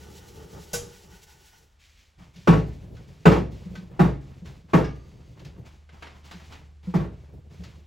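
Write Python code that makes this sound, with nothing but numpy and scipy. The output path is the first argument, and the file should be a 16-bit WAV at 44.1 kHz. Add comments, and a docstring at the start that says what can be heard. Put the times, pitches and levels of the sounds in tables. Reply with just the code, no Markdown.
"""A low rumble and a wet hiss, close by: a bowling ball on a motor spinner in a plastic workshop sink
coasts to rest under a sanding pad. Turned by hand, stroke by stroke, it drops back into its cup five
times: the tub booms and the spinner rattles. Between the knocks the ball grumbles in the cup while pad
and sleeve rub and tick. A stereo microphone pair also picks up one clack from further off, early on,
and a low motor hum underneath."""
import sys
import numpy as np
from scipy import signal
from scipy.fft import rfft, irfft, next_fast_len
from scipy.io import wavfile
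from scipy.ndimage import uniform_filter1d

SR = 44100
rng = np.random.default_rng(int(sys.argv[2]) if len(sys.argv) > 2 else 0)


def generate_wav(signal):
    """Clip the signal to [-1, 1] and save it as 16-bit WAV at the path in sys.argv[1]."""
    frames = np.transpose(np.atleast_2d(signal))
    scaled = np.clip(frames, -1, 1) * 32767
    pcm = np.round(scaled).astype(np.int16)
    wavfile.write(sys.argv[1], SR, pcm)


N = 346626
RING_SAMPLES = SR
TURNS_PER_S, COAST_START_S, COAST_S = 5.63, 0.87, 1.01


def ball_speed():
    """Share of full speed: steady, then friction slows the ball evenly to a near standstill."""
    return np.clip(1 - (np.arange(N) / SR - COAST_START_S) / COAST_S, 1e-3, 1)


def spinning_ball():
    """The cup rumbles and the wet pad hisses, fading with the ball's speed; the hiss ends as the pad lifts."""
    # spectra of the cup and of the wet pad: frequency_hz, level_db
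    cup_spectrum = [(15, -42), (25, -23), (65, 2), (92, -3), (189, -2.5), (243, -14), (306, -10.5),
                    (438, -4.5), (514, -13), (697, -23), (790, -16), (896, -15), (997, -33), (1190, -20),
                    (1800, -35), (2340, -56), (3960, -120)]
    pad_spectrum = [(400, -17), (1000, -15), (2000, 0.5), (3500, 2), (7000, 1), (8500, -2.5), (11000, -5.5),
                    (16000, -5.5)]
    rumble_db, rumble_db_per_decade = -48, 42  # at full speed, and the fall per tenfold slowing
    hiss_db, hiss_db_per_decade = -55.5, 9
    lift_s, lift_db_per_s = 1.58, 97
    decades = np.log10(ball_speed())
    rumble = friction(cup_spectrum, grain_db=0.5, slip_db=3.5, slip_hz=15)
    rumble *= amp(rumble_db + rumble_db_per_decade * decades)
    hiss = friction(pad_spectrum, grain_db=0, slip_db=2.35, slip_hz=40)
    hiss *= amp(hiss_db + hiss_db_per_decade * decades)
    pad_contact = amp(-lift_db_per_s * np.maximum(np.arange(N) / SR - lift_s, 0))
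    return rumble + pad_contact * hiss


def pad_swishes():
    """The ball drags on the pad and stirs its resonances once a turn, swelling where the pad catches."""
    # resonances of the pad: centre_hz, width_hz, level_db
    resonances = [(867, 170, 4), (1476, 74, 5), (1890, 230, -2), (2980, 600, -5), (5710, 740, -6.5)]
    # the pad catches on the slowing ball: start_s, level_db
    catches = [(1.105, -69), (1.265, -61.5), (1.515, -61)]
    drag_db, swing_db, swell_s = -62, 3, 0.03
    t, hz = np.arange(N) / SR, np.fft.rfftfreq(N, 1 / SR)
    response = sum(amp(db) / (1 + (2 * (hz - centre) / width) ** 2) for centre, width, db in resonances)
    speed = ball_speed()
    angle = 2 * np.pi * TURNS_PER_S * np.cumsum(speed) / SR
    drag = speed * amp(drag_db + swing_db * np.sin(angle))
    for start_s, level_db in catches:
        age = np.maximum(t - start_s, 0) / swell_s
        drag += amp(level_db) * (age * np.exp(1 - age)) ** 2
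    return drag * unit(irfft(rfft(rng.standard_normal((2, N))) * response, N))


def ball_drops(contacts=3):
    """The ball lands in its cup and rebounds, each time sooner and weaker; rebounds barely move the tub."""
    # drops: start_s, boom_db, ring_db, slap_db, rattle_db, crack_db, first_rebound_s, rebound_step_db
    drops = [(2.4727, -5, -18, -13.5, -18.5, -30.5, 0.054, -10),
             (3.254, -4, -18, -9, -15.5, -26, 0.061, -9),
             (3.9926, -8.5, -27.5, -16.5, -21.5, -38.5, 0.05, -11.5),
             (4.733, -10.5, -20, -15.5, -19, -33.5, .048, -13.5),
             (6.938, -14.5, -33, -31.5, -30.5, -47.5, 0.058, -8.5)]
    gap_shrink, extra_boom_step_db = 0.71, -3
    out = np.zeros((2, N))
    for start_s, boom_db, *contact_db, rebound_s, step_db in drops:
        for k in range(contacts):
            add(out, start_s, amp(k * step_db) * knock(boom_db + k * extra_boom_step_db, *contact_db))
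            start_s += rebound_s * gap_shrink ** k
    return out


def knock(boom_db, ring_db, slap_db, rattle_db, crack_db):
    """Ball cracks and slaps on cup, the spinner rings and rattles, the tub booms, deep modes swell last."""
    # spectra of the bright crack, the hard slap and the spinner's rattle: frequency_hz, level_db
    crack = [(600, -20), (1500, -5), (2400, 14), (4000, 1), (6000, -2), (8500, -13.5), (11000, -33),
             (16000, -19)]
    slap = [(300, -19), (600, -2), (850, 7.5), (1150, 1.5), (1550, -1.5), (2000, -15.5), (3000, -18),
            (6000, -56.5)]
    rattle = [(25, -13.5), (60, -11.5), (95, -6.5), (165, -4.5), (260, 2.5), (420, 3.5), (600, -4),
              (850, -8), (1300, -15), (2000, -17.5), (2800, -30.5), (3600, -30), (8000, -41.5)]
    # modes of cup and housing, of the plastic tub, and of stand and room: pitch_hz, level_db, t60_s
    cup_modes = [(340.5, 0.5, 0.36), (440.3, -0.5, 0.34), (584, -19.5, 0.44), (646, -7, 0.36),
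                 (821, -10, 0.36), (908, -8, 0.2), (1117, -3.5, 0.26), (1257, -8.5, 0.12),
                 (1303, -12.5, 0.27), (1365, -12.5, 0.212), (1585, -20, 0.2), (1690, -26.5, 0.22),
                 (1806, -13.5, 0.2), (2230, -33, 0.12), (2335, -18, 0.26), (2220, -29, 0.11),
                 (2335, -23, 0.12), (2640, -26, 0.369), (2800, -25, 0.41), (2975, -37.5, 0.46),
                 (3026, -36, 0.3)]
    tub_modes = [(139.2, -11.5, 0.59), (157, -2, 0.34), (179.4, 1, 0.27), (214.2, -11.5, 0.28)]
    deep_modes = [(60, -7.5, 0.56), (83, -28.5, 0.35), (108.5, -7.5, 0.45)]
    boom_lag_s = 0.005
    out = amp(crack_db) * burst(crack, rise_s=0.00199, decay=0.71, direct=0.12, direct_s=0.014, peaky_db=4)
    out += amp(slap_db) * burst(slap, rise_s=0.0035, decay=0.34, peaky_db=4.5)
    out += amp(rattle_db) * burst(rattle, rise_s=0.0074, direct=0.92, direct_s=0.093, peaky_db=2.5)
    out += amp(ring_db) * ring(cup_modes, rise_s=0.005, scatter=0.0027)
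    boom = ring(tub_modes, rise_s=0.0023, scatter=0.015) + ring(deep_modes, rise_s=0.059, scatter=0.0069)
    add(out, boom_lag_s, amp(boom_db) * boom)
    return out


def hand_strokes():
    """With each stroke the ball judders round in its cup while pad and sleeve slide over it."""
    # the hand turns the ball: start_s, length_s, grumble_db, scrape_db, rustle_db
    strokes = [(1.786, 0.25, -77, -80, -61), (2.174, 0.064, -53, -56.5, -61.5),
               (2.328, 0.37, -50.5, -65, -60.5), (2.662, 0.19, -40.5, -60.5, -64),
               (2.933, .11, -41.5, -59.5, -64.5), (3.066, 0.24, -54, -66, -63.5),
               (3.501, 0.32, -41, -59.5, -61.5), (3.897, 0.14, -42.5, -55.5, -72),
               (4.198, 0.2, -46.5, -60.5, -65.5), (4.442, 0.063, -43.5, -57.5, -58),
               (4.681, 0.054, -62, -52, -63.5), (4.942, 0.41, -45.5, -64.5, -66.5),
               (5.357, 0.22, -43.5, -58.5, -69.5), (5.645, 0.023, -51.5, -52.5, -57),
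               (5.916, 0.26, -54.5, -56, -63.5), (6.233, 0.3, -53, -56, -57.5),
               (6.496, 0.048, -45.5, -52.5, -58), (6.825, 0.1, -52.5, -56.5, -62),
               (7.113, 0.15, -53.5, -64, -70.5), (7.274, 0.09, -47, -67, -91),
               (7.492, 0.076, -42, -60.5, -61.5), (7.589, 0.17, -46, -60.5, -63)]
    # spectra of juddering ball, scraping pad and rustling sleeve: frequency_hz, level_db
    ball = [(25, -18.5), (55, 4.5), (90, 4.5), (130, 5.5), (175, 2.5), (240, -9.5), (400, -10.5),
            (650, -18.5), (1500, -49)]
    pad = [(200, 13), (500, 0.5), (900, 7), (1300, 1), (2000, -2.5), (3200, -7), (6000, -41.5)]
    sleeve = [(800, -19.5), (2200, 2), (4500, -2.5), (6500, -5.5), (8500, -11.5), (11000, -18),
              (16000, -17)]
    starts_s, lengths_s, grumble_db, scrape_db, rustle_db = np.transpose(strokes)
    grumble = friction(ball, grain_db=-1.5, slip_db=3.5, slip_hz=39)
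    grumble *= stroke_gain(starts_s, lengths_s, grumble_db, release_db_per_s=68)  # lingers in the tub
    scrape = friction(pad, grain_db=3.5, slip_db=1.6, slip_hz=35)
    scrape *= stroke_gain(starts_s, lengths_s, scrape_db)
    rustle = friction(sleeve, grain_db=1, slip_db=1.3, slip_hz=40)
    rustle *= stroke_gain(starts_s, lengths_s, rustle_db)
    return grumble + scrape + rustle


def stroke_gain(starts_s, lengths_s, levels_db, attack_s=0.02, sag_db_per_s=7, release_db_per_s=108):
    """Each stroke grips quickly, eases while it lasts and dies away in the sink; overlaps add in power."""
    power = np.zeros(N)
    for start_s, length_s, level_db in zip(starts_s, lengths_s, levels_db):
        age_s = np.maximum(np.arange(N) / SR - start_s, 0)
        fall_db = sag_db_per_s * age_s + release_db_per_s * np.maximum(age_s - length_s, 0)
        power += (np.minimum(age_s / attack_s, 1) * amp(level_db - fall_db)) ** 2
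    return np.sqrt(power)


def ball_bumps():
    """The ball rocks softly against the cup; each push swells slowly, mostly in the tub's low modes."""
    # soft pushes: start_s, level_db
    pushes = [(.73, -32), (1.12, -42.5), (2.204, -40), (2.358, -39), (3.655, -24.5), (3.706, -26.5),
              (3.771, -26), (3.82, -30), (4.416, -30), (6.343, -32.5), (6.87, -17), (7.59, -32)]
    # modes that a push sways: pitch_hz, level_db, t60_s
    sway_modes = [(174.5, 2, 0.14), (193, 0.5, 0.078), (336.6, -25, 0.23), (481, -22, 0.16)]
    out = np.zeros((2, N))
    for start_s, level_db in pushes:
        add(out, start_s, amp(level_db) * ring(sway_modes, rise_s=0.012, scatter=0.014))
    return out


def finger_taps():
    """Pad and fingers tap the ball: a dull body, a gritty edge and a short ring, echoed by the sink."""
    # light contacts: start_s, body_db, edge_db, ring_db
    taps = [(2.359, -77, -52.5, -84.5), (2.967, -62.5, -60.5, -55.5), (3.753, -51.5, -49.5, -41),
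            (4.456, -54.5, -56, -53), (4.842, -47, -53, -63), (5.394, -65, -57, -65),
            (5.448, -59.5, -50, -70), (5.89, -58.5, -73, -68.5), (6.023, -43.5, -70, -63),
            (6.068, -50.5, -72, -64.5), (6.311, -48, -47, -46), (6.398, -56, -62, -60),
            (6.522, -49, -53, -57), (6.83, -66, -67, -70), (6.953, -54, -46.5, -57), (7.636, -55, -49, -65)]
    # spectra of a tap's body and edge: frequency_hz, level_db
    dull = [(100, -9), (250, -1), (800, 0), (1300, -2), (2000, -1), (3500, -7), (7000, -22), (16000, -38)]
    gritty = [(800, -19.5), (2000, 6.5), (4000, 7), (6500, 0.5), (8500, -10), (16000, -13)]
    # modes that a tap rings: pitch_hz, level_db, t60_s
    tap_modes = [(1278, -10.5, 0.19), (1480, -6, .2), (1550, -5, 0.13), (1980, -12, 0.1),
                 (2070, -20.5, 0.22), (2480, -15.5, 0.22)]
    out = np.zeros((2, N))
    for start_s, body_db, edge_db, ring_db in taps:
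        body = burst(dull, rise_s=0.001, direct=0.77, direct_s=0.016, peaky_db=1.5)
        edge = burst(gritty, rise_s=0.0013, decay=0.55, direct=0.67, direct_s=0.0011, peaky_db=2)
        tone = ring(tap_modes, rise_s=0.0011, scatter=0.013)
        add(out, start_s, amp(body_db) * body + amp(edge_db) * edge + amp(ring_db) * tone)
    return out


def ting_and_squeal(cluster_size=4):
    """A short metallic ting, then a faint, thin, high squeal of rubbing that lingers."""
    # onset of the ting: start_s, level_db
    onsets = [(4.842, -68.5)]
    # short tones of the ting and two long ones of the rubbing squeal: pitch_hz, level_db, t60_s
    tones = [(1200, 12.5, 0.6), (1670, 20.5, 0.3), (2270, 13, 0.42), (2830, 5, 0.38), (4587, -6, 2.4),
             (5080, 16, 0.17), (5394, 10, 0.2), (5712, 9, 0.27), (6412, -11.5, 4)]
    out = np.zeros((2, N))
    for start_s, level_db in onsets:
        # every tone is a close cluster, so it shimmers
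        shimmer = sum(ring(tones, rise_s=0.0025, scatter=0.015) for _ in range(cluster_size))
        add(out, start_s, amp(level_db) * shimmer)
    return out


def distant_clack():
    """Something light is put down further from the microphones: a bright clack, then a hollow ring."""
    # the object lands: start_s, ring_db, clack_db
    landings = [(0.731, -29, -27.5)]
    # spectrum of the contact: frequency_hz, level_db
    bright = [(100, 3), (170, 6.5), (280, -6.5), (500, 2.5), (1000, -6), (3000, -7), (4500, -4),
              (6200, 4.5), (8000, -1.5), (11000, -2.5), (16000, -9)]
    # modes of the object: pitch_hz, level_db, t60_s
    object_modes = [(473, 0, 0.41), (1505, 3.5, 0.077), (3840, -26, 0.29), (6600, -21, 0.18),
                    (6885, -15, 0.21), (8129, -39, 0.3), (9184, -15, 0.11), (11400, -24, 0.29)]
    out, ring_lag_s = np.zeros((2, N)), 0.008
    for start_s, ring_db, clack_db in landings:
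        clack = burst(bright, rise_s=0.008, decay=0.87, direct=1.44, direct_s=0.02)
        add(out, start_s, amp(clack_db) * clack)
        add(out, start_s + ring_lag_s, amp(ring_db) * ring(object_modes, rise_s=0.0029))
    return out


def motor_hum(pitch_hz=75.2, waver=0.015, flutter_db=0.78):
    """A low motor hum that wavers in pitch and level."""
    # course of the hum: time_s, level_db
    course = [(0, -51.5), (1, -62), (1.7, -69), (2.1, -62), (2.8, -61.5), (5, -55.5), (5.8, -52),
              (7, -47.5), (7.86, -51.5)]
    level_db = np.interp(np.arange(N) / SR, *np.transpose(course))
    phase = 2 * np.pi * np.cumsum(pitch_hz * (1 + waver * wander(rate_hz=3.1))) / SR
    return unit(np.sin([phase, phase + np.pi / 2])) * amp(level_db + flutter_db * wander(rate_hz=25))


def room_tone(level_db=-60.5):
    """The still air of the workshop: faint, steady noise, mostly bass."""
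    # spectrum of the room: frequency_hz, level_db
    air = [(25, -12.5), (50, 4), (75, -1.5), (130, -16.5), (300, -24.5), (1000, -27.5), (3000, -30.5),
           (8000, -39.5), (15000, -54.5)]
    return amp(level_db) * unit(colour(rng.standard_normal((2, N)), air))


def friction(spectrum, grain_db, slip_db, slip_hz):
    """Dense tiny slips of uneven size, bunched as the contact grips and lets go."""
    slips = rng.standard_normal((2, N)) * amp(grain_db * wander(rate_hz=1500) + slip_db * wander(slip_hz))
    return unit(colour(slips, spectrum))


def ring(modes, rise_s, scatter=0.0057):
    """Dying tones as mid and side, slightly detuned by chance; neighbours start in opposite directions."""
    t = np.arange(RING_SAMPLES) / SR
    out = np.zeros((2, RING_SAMPLES))
    for k, (pitch_hz, level_db, t60_s) in enumerate(modes):
        phase = 2 * np.pi * pitch_hz * (1 + scatter * rng.standard_normal()) * t
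        side_phase = phase + rng.choice([-1, 1]) * np.pi / 2
        out += (-1) ** k * amp(level_db - 60 * t / t60_s) * np.sin([phase, side_phase])
    return out * (1 - np.exp(-t / rise_s))


def burst(spectrum, rise_s, decay=1, direct=0, direct_s=0.01, peaky_db=3):
    """Countless uneven fine modes and wall echoes build up, then each octave dies at its own rate."""
    # ring-out of sink and workshop, before scaling by decay: frequency_hz, t60_s
    ring_out = [(60, 0.99), (170, 0.56), (400, 0.4), (1000, 0.35), (2500, 0.4), (6000, 0.45), (15000, 0.19)]
    t, hz = np.arange(RING_SAMPLES) / SR, np.fft.rfftfreq(RING_SAMPLES, 1 / SR)
    uneven = unit(uniform_filter1d(rng.standard_normal(len(hz)), size=45)) * np.minimum(hz / 700, 1)
    fine_modes = irfft(rfft(rng.standard_normal((2, RING_SAMPLES))) * amp(peaky_db * uneven))
    bins = rfft(unit(colour(fine_modes, spectrum)))
    octave = np.log2(np.clip(hz, 62.5, 16000) / 62.5)
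    out = 0
    for k in range(9):
        band = irfft(bins * np.maximum(1 - abs(octave - k), 0))
        t60_s = decay * at_hz(ring_out, 62.5 * 2 ** k)
        out += band * amp(-60 * t / t60_s)
    return out * (1 - np.exp(-t / rise_s)) * (1 + direct * np.exp(-t / direct_s))


def amp(db):
    """Decibels to gain."""
    return 10 ** (np.asarray(db) / 20)


def unit(x):
    """Scale to rms 1."""
    return x / np.sqrt(np.mean(x ** 2))


def at_hz(points, hz):
    """Read (frequency_hz, value) points on a log-frequency axis."""
    frequency_hz, value = np.transpose(points)
    return np.interp(np.log(np.maximum(hz, 1)), np.log(frequency_hz), value)


def colour(x, spectrum):
    """Filter by a spectrum of (frequency_hz, level_db) points."""
    size = next_fast_len(x.shape[-1])
    gain = amp(at_hz(spectrum, np.fft.rfftfreq(size, 1 / SR)))
    return irfft(rfft(x, size) * gain, size)[..., :x.shape[-1]]


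def wander(rate_hz):
    """A smooth random curve of rms 1 that takes a new course rate_hz times a second."""
    hold = int(SR / rate_hz)
    steps = np.repeat(rng.standard_normal(N // hold + 1), hold)
    return unit(uniform_filter1d(steps, hold)[:N])


def add(track, start_s, sound):
    """Mix a sound in at start_s."""
    i = int(start_s * SR)
    track[:, i:i + sound.shape[1]] += sound[:, :track.shape[1] - i]


def scene():
    """All sources as mid and side, turned into left and right by the microphone pair."""
    # narrow bands where the two microphone ports cancel: centre_hz, width_hz, depth_db
    port_dips = [(9070, 540, -20.5), (13400, 480, -41.5)]
    # stereo width: frequency_hz, side_gain_db
    stereo_width = [(40, -22.5), (190, -15.5), (330, -5.5), (700, -6), (1300, -1), (2200, -15.5),
                    (6000, -68.5), (8000, 1.5), (10000, -1.5), (13400, -3.5), (15000, 0.5)]
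    at_sink = spinning_ball() + pad_swishes() + hand_strokes() + ball_drops() + ball_bumps() + finger_taps()
    mid, side = at_sink + ting_and_squeal() + distant_clack() + motor_hum() + room_tone()
    hz = np.fft.rfftfreq(N, 1 / SR)
    dips_db = sum(db * np.exp(-((hz - centre) / width) ** 2) for centre, width, db in port_dips)
    mid = irfft(rfft(mid) * amp(dips_db), N)
    side = colour(side, stereo_width)
    return np.array([mid + side, mid - side])


def record(dry):
    """The recorder rounds the loudest peaks and cuts the top."""
    top_hz = 15900
    rounded = dry / (1 + dry ** 4) ** (1 / 4)
    return signal.sosfilt(signal.ellip(10, 0.2, 80, top_hz, fs=SR, output="sos"), rounded)


dry = scene()
out = record(dry)
generate_wav(out)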